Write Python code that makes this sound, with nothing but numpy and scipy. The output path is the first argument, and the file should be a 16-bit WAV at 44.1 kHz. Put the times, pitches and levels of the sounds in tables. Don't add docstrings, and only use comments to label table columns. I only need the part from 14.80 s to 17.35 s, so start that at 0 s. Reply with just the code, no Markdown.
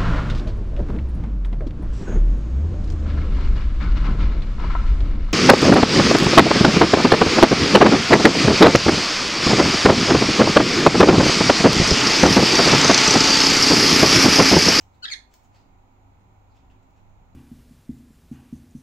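import sys
import numpy as np
from scipy import signal
from scipy.fft import rfft, irfft, next_fast_len
from scipy.io import wavfile
from scipy.ndimage import map_coordinates

SR = 44100
rng = np.random.default_rng(int(sys.argv[2]) if len(sys.argv) > 2 else 0)


def generate_wav(sig):
    pcm = np.round(np.clip(np.atleast_2d(sig).T, -1, 1) * 32767).astype(np.int16)
    wavfile.write(sys.argv[1], SR, pcm)


N = 112454
TIME = np.arange(N) / SR


def amp(db):
    return 10 ** (np.asarray(db) / 20)


def unit(x):
    return x / np.sqrt(np.mean(x ** 2) + 1e-20)


def along(points, hz):
    freqs, values = np.transpose(points)
    return np.interp(np.log(hz + 1), np.log(freqs + 1), values)


def curves(rows):
    times, *columns = np.transpose(rows)
    return [np.interp(TIME, times, column) for column in columns]


def wobble(rate):
    return map_coordinates(rng.standard_normal(N // 8), [TIME * rate], mode="wrap")


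def filtered(x, response):
    size = next_fast_len(N + SR // 2)
    return irfft(rfft(x, size) * response(np.fft.rfftfreq(size, 1 / SR)), size)[..., :N]


def noise(spectrum, tilt_db=0):
    colour = lambda hz: amp(along(spectrum, hz) + tilt_db * np.log2(hz + 1))
    return unit(filtered(rng.standard_normal(N), colour))


# (frequency [Hz], left-right correlation [-1 to 1])
BED_CORRELATION = [(60, 0.32), (120, 0.85), (240, 0.68), (480, 0.56), (950, -0.2), (1890, 0.00086),
                   (3770, -0.22), (7520, 0.063), (15000, -0.01)]
# (frequency [Hz], left minus right [dB])
BED_BALANCE = [(30, -3), (80, -2.1), (150, -1.5), (300, -3.5), (700, -1.5), (1400, -2.5), (3100, -6),
               (7000, -4), (15000, -1.5)]


def wash(spectrum):
    pair = np.array([noise(spectrum), noise(spectrum)])
    angle = lambda hz: np.arccos(np.clip(along(BED_CORRELATION, hz), -1, 1)) / 2
    mid, side = filtered(pair, lambda hz: np.array([np.cos(angle(hz)), np.sin(angle(hz))]))
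    balance = lambda hz: amp(np.outer([.5, -.5], along(BED_BALANCE, hz)))
    return unit(filtered(np.array([mid + side, mid - side]), balance))


# (frequency [Hz], gain [dB])
AIR_EQ = [(120, -32.5), (200, -4), (270, -3.5), (320, -8), (450, -12), (640, -9.5), (770, -3), (980, -5),
          (1100, -12), (1400, -14), (1650, -23), (2300, -19), (3100, -28), (4100, -29), (4700, -34.5),
          (5900, -35.5), (6700, -27), (7500, -31.5), (8100, -44), (10500, -46), (12200, -37.5),
          (15500, -40)]
RUMBLE_EQ = [(11, -26), (18, 20.5), (38, -18), (70, 8.5), (91, 2.5), (108, 0.5), (129, 3), (151, -1),
             (186, -5), (219, -25), (250, -11), (320, -33), (550, -120)]
# (frequency [Hz], level [dB])
HUM_PARTIALS = [(27, -67), (48, -61.5), (73, -66.5), (99, -60.5), (183, -74), (268, -73.5), (372, -78)]
# (time [s], gain [dB])
LOW_SWELL = [(0, -0.5), (.4, -4), (.62, -4.5), (.76, 1), (1.1, -2.5), (1.45, 1), (1.65, -2.5), (1.9, 2.5),
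             (2.15, -3), (2.42, 3.5)]


def room_tone(air_db=-61, rumble_db=-59, hum_steady=0.74, waver_rate=7.03):
    swell_db, = curves(LOW_SWELL)
    hum = np.zeros(N)
    for hz, db in HUM_PARTIALS:
        waver = wobble(waver_rate) + 1j * wobble(waver_rate)
        hum += amp(db) * np.real((hum_steady + waver) * np.exp(2j * np.pi * hz * TIME))
    return amp(air_db) * wash(AIR_EQ) + amp(swell_db) * (amp(rumble_db) * wash(RUMBLE_EQ) + hum)


# (frequency [Hz], gain [dB])
CONTACT_EQ = [(500, -9), (1500, -3), (2500, -1), (4800, -7), (5800, -5), (7300, -4), (10000, -21.5),
              (15000, -13)]
# (peak time [s], rise [s], decay [s], level [dB],
# tilt [dB/octave], rub resonance [Hz], resonance boost [dB])
RUSTLE_CUES = [(.010, 0.0028, 0.012, -56.5, 0.5, 6450, 2), (.157, 0.027, 0.011, -69.5, -1, 4070, 9),
               (.545, 0.035, 0.01, -63, -2.5, 7500, 4), (.648, .012, 0.0095, -66, 1, 7050, 7),
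               (.762, 0.027, 0.036, -60.5, -3, 4600, 9.5), (1.40, .015, 0.018, -76.5, -3, 9000, 13.5),
               (1.722, 0.013, 0.014, -68.5, -4.5, 4530, 7), (1.772, 0.025, 0.022, -68, -2.5, 5100, 5),
               (1.914, .01, 0.0079, -65.5, -2.5, 3200, 0), (1.955, 0.023, .012, -68, -4.5, 3000, 8),
               (2.032, 0.0057, 0.0066, -71, -2, 7750, 9), (2.11, .006, 0.0035, -69, 5.5, 5000, 7),
               (2.181, 0.021, .015, -64.5, -3.5, 2670, 4), (2.298, 0.0087, 0.0062, -74, 5, 6220, 11)]


def rustles(grain_db=3, grain_rate=350, rub_octaves=0.21):
    out = np.zeros(N)
    for peak, rise, decay, db, tilt_db, rub_hz, rub_db in RUSTLE_CUES:
        t = TIME - peak
        envelope = np.exp(-(np.minimum(t, 0) / rise) ** 2 - np.maximum(t, 0) / decay)
        rub = lambda hz: amp(rub_db * np.exp(-(np.log2((hz + 1) / rub_hz) / rub_octaves) ** 2))
        out += amp(db) * envelope * unit(filtered(noise(CONTACT_EQ, tilt_db), rub))
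    return out * unit(amp(grain_db * wobble(grain_rate)))


# (time [s], pitch [Hz], level [dB], roughness [0-1],
# tilt above the knee [dB/octave])
SQUAWK_GESTURE = [(0.2216, 1400, -50, 0.23, 7), (0.229, 1492, -41, 0.31, 2), (.233, 1491, -36.5, 0.3, 7),
                  (.240, 1466, -40, 0, 8), (0.2432, 1294, -32, 0.27, 18.5), (0.2504, 1349, -38.5, 0.01, -2),
                  (.2530, 1628, -30, 0.5, -20), (0.2556, 1819, -22.5, 0.2, -21), (.260, 1735, -60, .5, -3),
                  (.267, 1866, -55, 0.7, 1.5), (0.274, 2190, -43.5, 0.7, -21.5),
                  (0.2778, 2032, -43, .4, -8), (0.2813, 1795, -31.5, 0.31, -8), (.285, 1628, -33.5, .2, -7),
                  (.291, 1691, -40.5, 0.4, -12), (.298, 1776, -48, .5, -0.5), (0.3027, 2461, -28, .3, -6.5),
                  (.311, 2276, -42.5, 0.1, 15), (0.3147, 2203, -30, 0.31, 4), (.323, 2130, -25, 0.27, 4),
                  (.329, 1969, -36, .4, 3.5), (.335, 1904, -32.5, .5, 6.5), (.341, 1612, -34, .7, -5),
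                  (0.344, 1600, -69, .7, -3)]
SYRINX_HARMONICS = [0, -5.5, -1, -9, -9]
# (frequency [Hz], gain [dB])
THROAT_EQ = [(500, -30), (1200, 1), (2000, -5.5), (2650, -2.5), (3000, 3.5), (3450, 8.5), (4350, 4),
             (4900, -5), (5450, -12.5), (6400, -12), (8000, -18), (10500, -41.5), (15000, -7.5)]
# (frequency [Hz], gain [dB])
RASP_EQ = [(600, -61), (1400, -11), (2000, -6.5), (2700, -4.5), (3700, 4.5), (4700, 10.5), (5600, -7.5),
           (7000, -2.5), (8700, -11.5), (10500, -29.5), (15000, -35)]


def squawk(jitter=0.0595, flutter_db=5, rasp_db=-8.5, gate_s=0.0042, knee_hz=4500):
    pitch, level_db, rough, bright_db = curves(SQUAWK_GESTURE)
    pitch *= 1 + jitter * rough * wobble(rate=900)
    phase = 2 * np.pi * np.cumsum(pitch) / SR
    tone = sum(amp(db + along(THROAT_EQ, k * pitch)) * np.sin(k * phase)
               for k, db in enumerate(SYRINX_HARMONICS, 1))
    rasp = amp(rasp_db) * rough * noise(RASP_EQ) * (1 + np.cos(phase))
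    start, end = SQUAWK_GESTURE[0][0], SQUAWK_GESTURE[-1][0]
    gate = np.clip(np.minimum(TIME - start, end - TIME) / gate_s, 0, 1)
    call = gate * amp(level_db + flutter_db * rough * wobble(rate=700)) * (tone + rasp)
    hz, t, spectra = signal.stft(call, SR, nperseg=128)
    octaves_above_knee = np.log2(np.maximum(hz / knee_hz, 1))
    lift_db = np.outer(octaves_above_knee, np.interp(t, TIME, bright_db))
    return signal.istft(spectra * amp(lift_db), SR, nperseg=128)[1][:N]


def reverb(x, t60s, build_s=0.0017):
    hz, t, spectra = signal.stft(rng.standard_normal((2, SR // 2)), SR, nperseg=128)
    decay = amp(-60 * t / along(t60s, hz)[:, None])
    tail = signal.istft(spectra * decay, SR, nperseg=128)[1]
    tail *= 1 - np.exp(-np.arange(tail.shape[1]) / SR / build_s)
    tail /= np.linalg.norm(tail, axis=1, keepdims=True)
    return signal.fftconvolve(x[None], tail, axes=1)[:, :N]


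# (delay [s], gain [dB])
LEFT_TAPS = [(0, 0), (.0022, -15), (.006, -17), (.00825, -13)]
RIGHT_TAPS = [(.0004, -8), (.0019, -5), (.003, -9), (.0076, -7), (.0087, -8)]
# (frequency [Hz], T60 [s])
ROOM_DECAY = [(200, .3), (2000, 0.26), (4500, 0.24), (9000, 0.23), (15000, 0.19)]
# (frequency [Hz], gain [dB])
DIFFUSE_EQ = [(1300, -1), (2100, 2), (2800, -6), (3400, -3.5), (4300, 0), (5400, -1), (7000, 1), (11000, 4)]


def cage_and_room(call, scatter_db=-10.5, scatter_t60=.08, room_db=-6.5, lean_db=4):
    def taps(hz):
        return np.array([sum(amp(db) * np.exp(-2j * np.pi * hz * delay) for delay, db in side)
                         for side in (LEFT_TAPS, RIGHT_TAPS)])

    scatter = amp(scatter_db) * reverb(call, [(1000, scatter_t60)])
    room = amp(room_db) * reverb(call, ROOM_DECAY)
    diffuse = filtered(scatter + room, lambda hz: amp(along(DIFFUSE_EQ, hz)))
    pan = amp([[-lean_db], [lean_db]])
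    return filtered(call, taps) + pan * diffuse


# (time [s], level [dB], ring pitch [Hz], ring relative to level [dB])
TICK_CUES = [(0.54, -48, 4280, -5), (.635, -64, 11600, -4), (1.901, -73, 2760, 17.5)]


def ticks(crack_t60=0.01517, ring_t60=0.018):
    out = np.zeros(N)
    for start, db, hz, ring_db in TICK_CUES:
        t = np.maximum(TIME - start, 0)
        crack = (t > 0) * amp(-60 * t / crack_t60) * noise(CONTACT_EQ, tilt_db=4)
        ring = amp(ring_db - 60 * t / ring_t60) * np.sin(2 * np.pi * hz * t)
        out += amp(db) * (crack + ring)
    return out


# (peak time [s], half-width [s], pitch [Hz], level [dB])
PEEP_CUES = [(1.72, 0.019, 4240, -74), (1.776, 0.013, 3480, -69.5), (1.916, 0.0095, 3240, -70.5)]


def peeps(sag_per_s=2.5, jitter=0.089):
    out = np.zeros(N)
    for peak, half_width, hz, db in PEEP_CUES:
        t = TIME - peak
        pitch = hz * (1 - sag_per_s * t + jitter * wobble(rate=900))
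        envelope = np.exp(-(t / half_width) ** 2)
        out += amp(db) * envelope * np.sin(2 * np.pi * np.cumsum(pitch) / SR)
    return out


def scene(foley_wet_db=-1, foley_t60=0.35):
    foley = rustles() + ticks() + peeps()
    call = cage_and_room(squawk())
    foley_direct = foley * amp([[-3], [-2]])
    foley_wet = amp(foley_wet_db) * reverb(foley, [(1000, foley_t60)])
    return call + foley_direct + foley_wet + room_tone()


def record(dry, top_hz=15850):
    return filtered(dry, lambda hz: hz < top_hz)


dry = scene()
out = record(dry)
generate_wav(out)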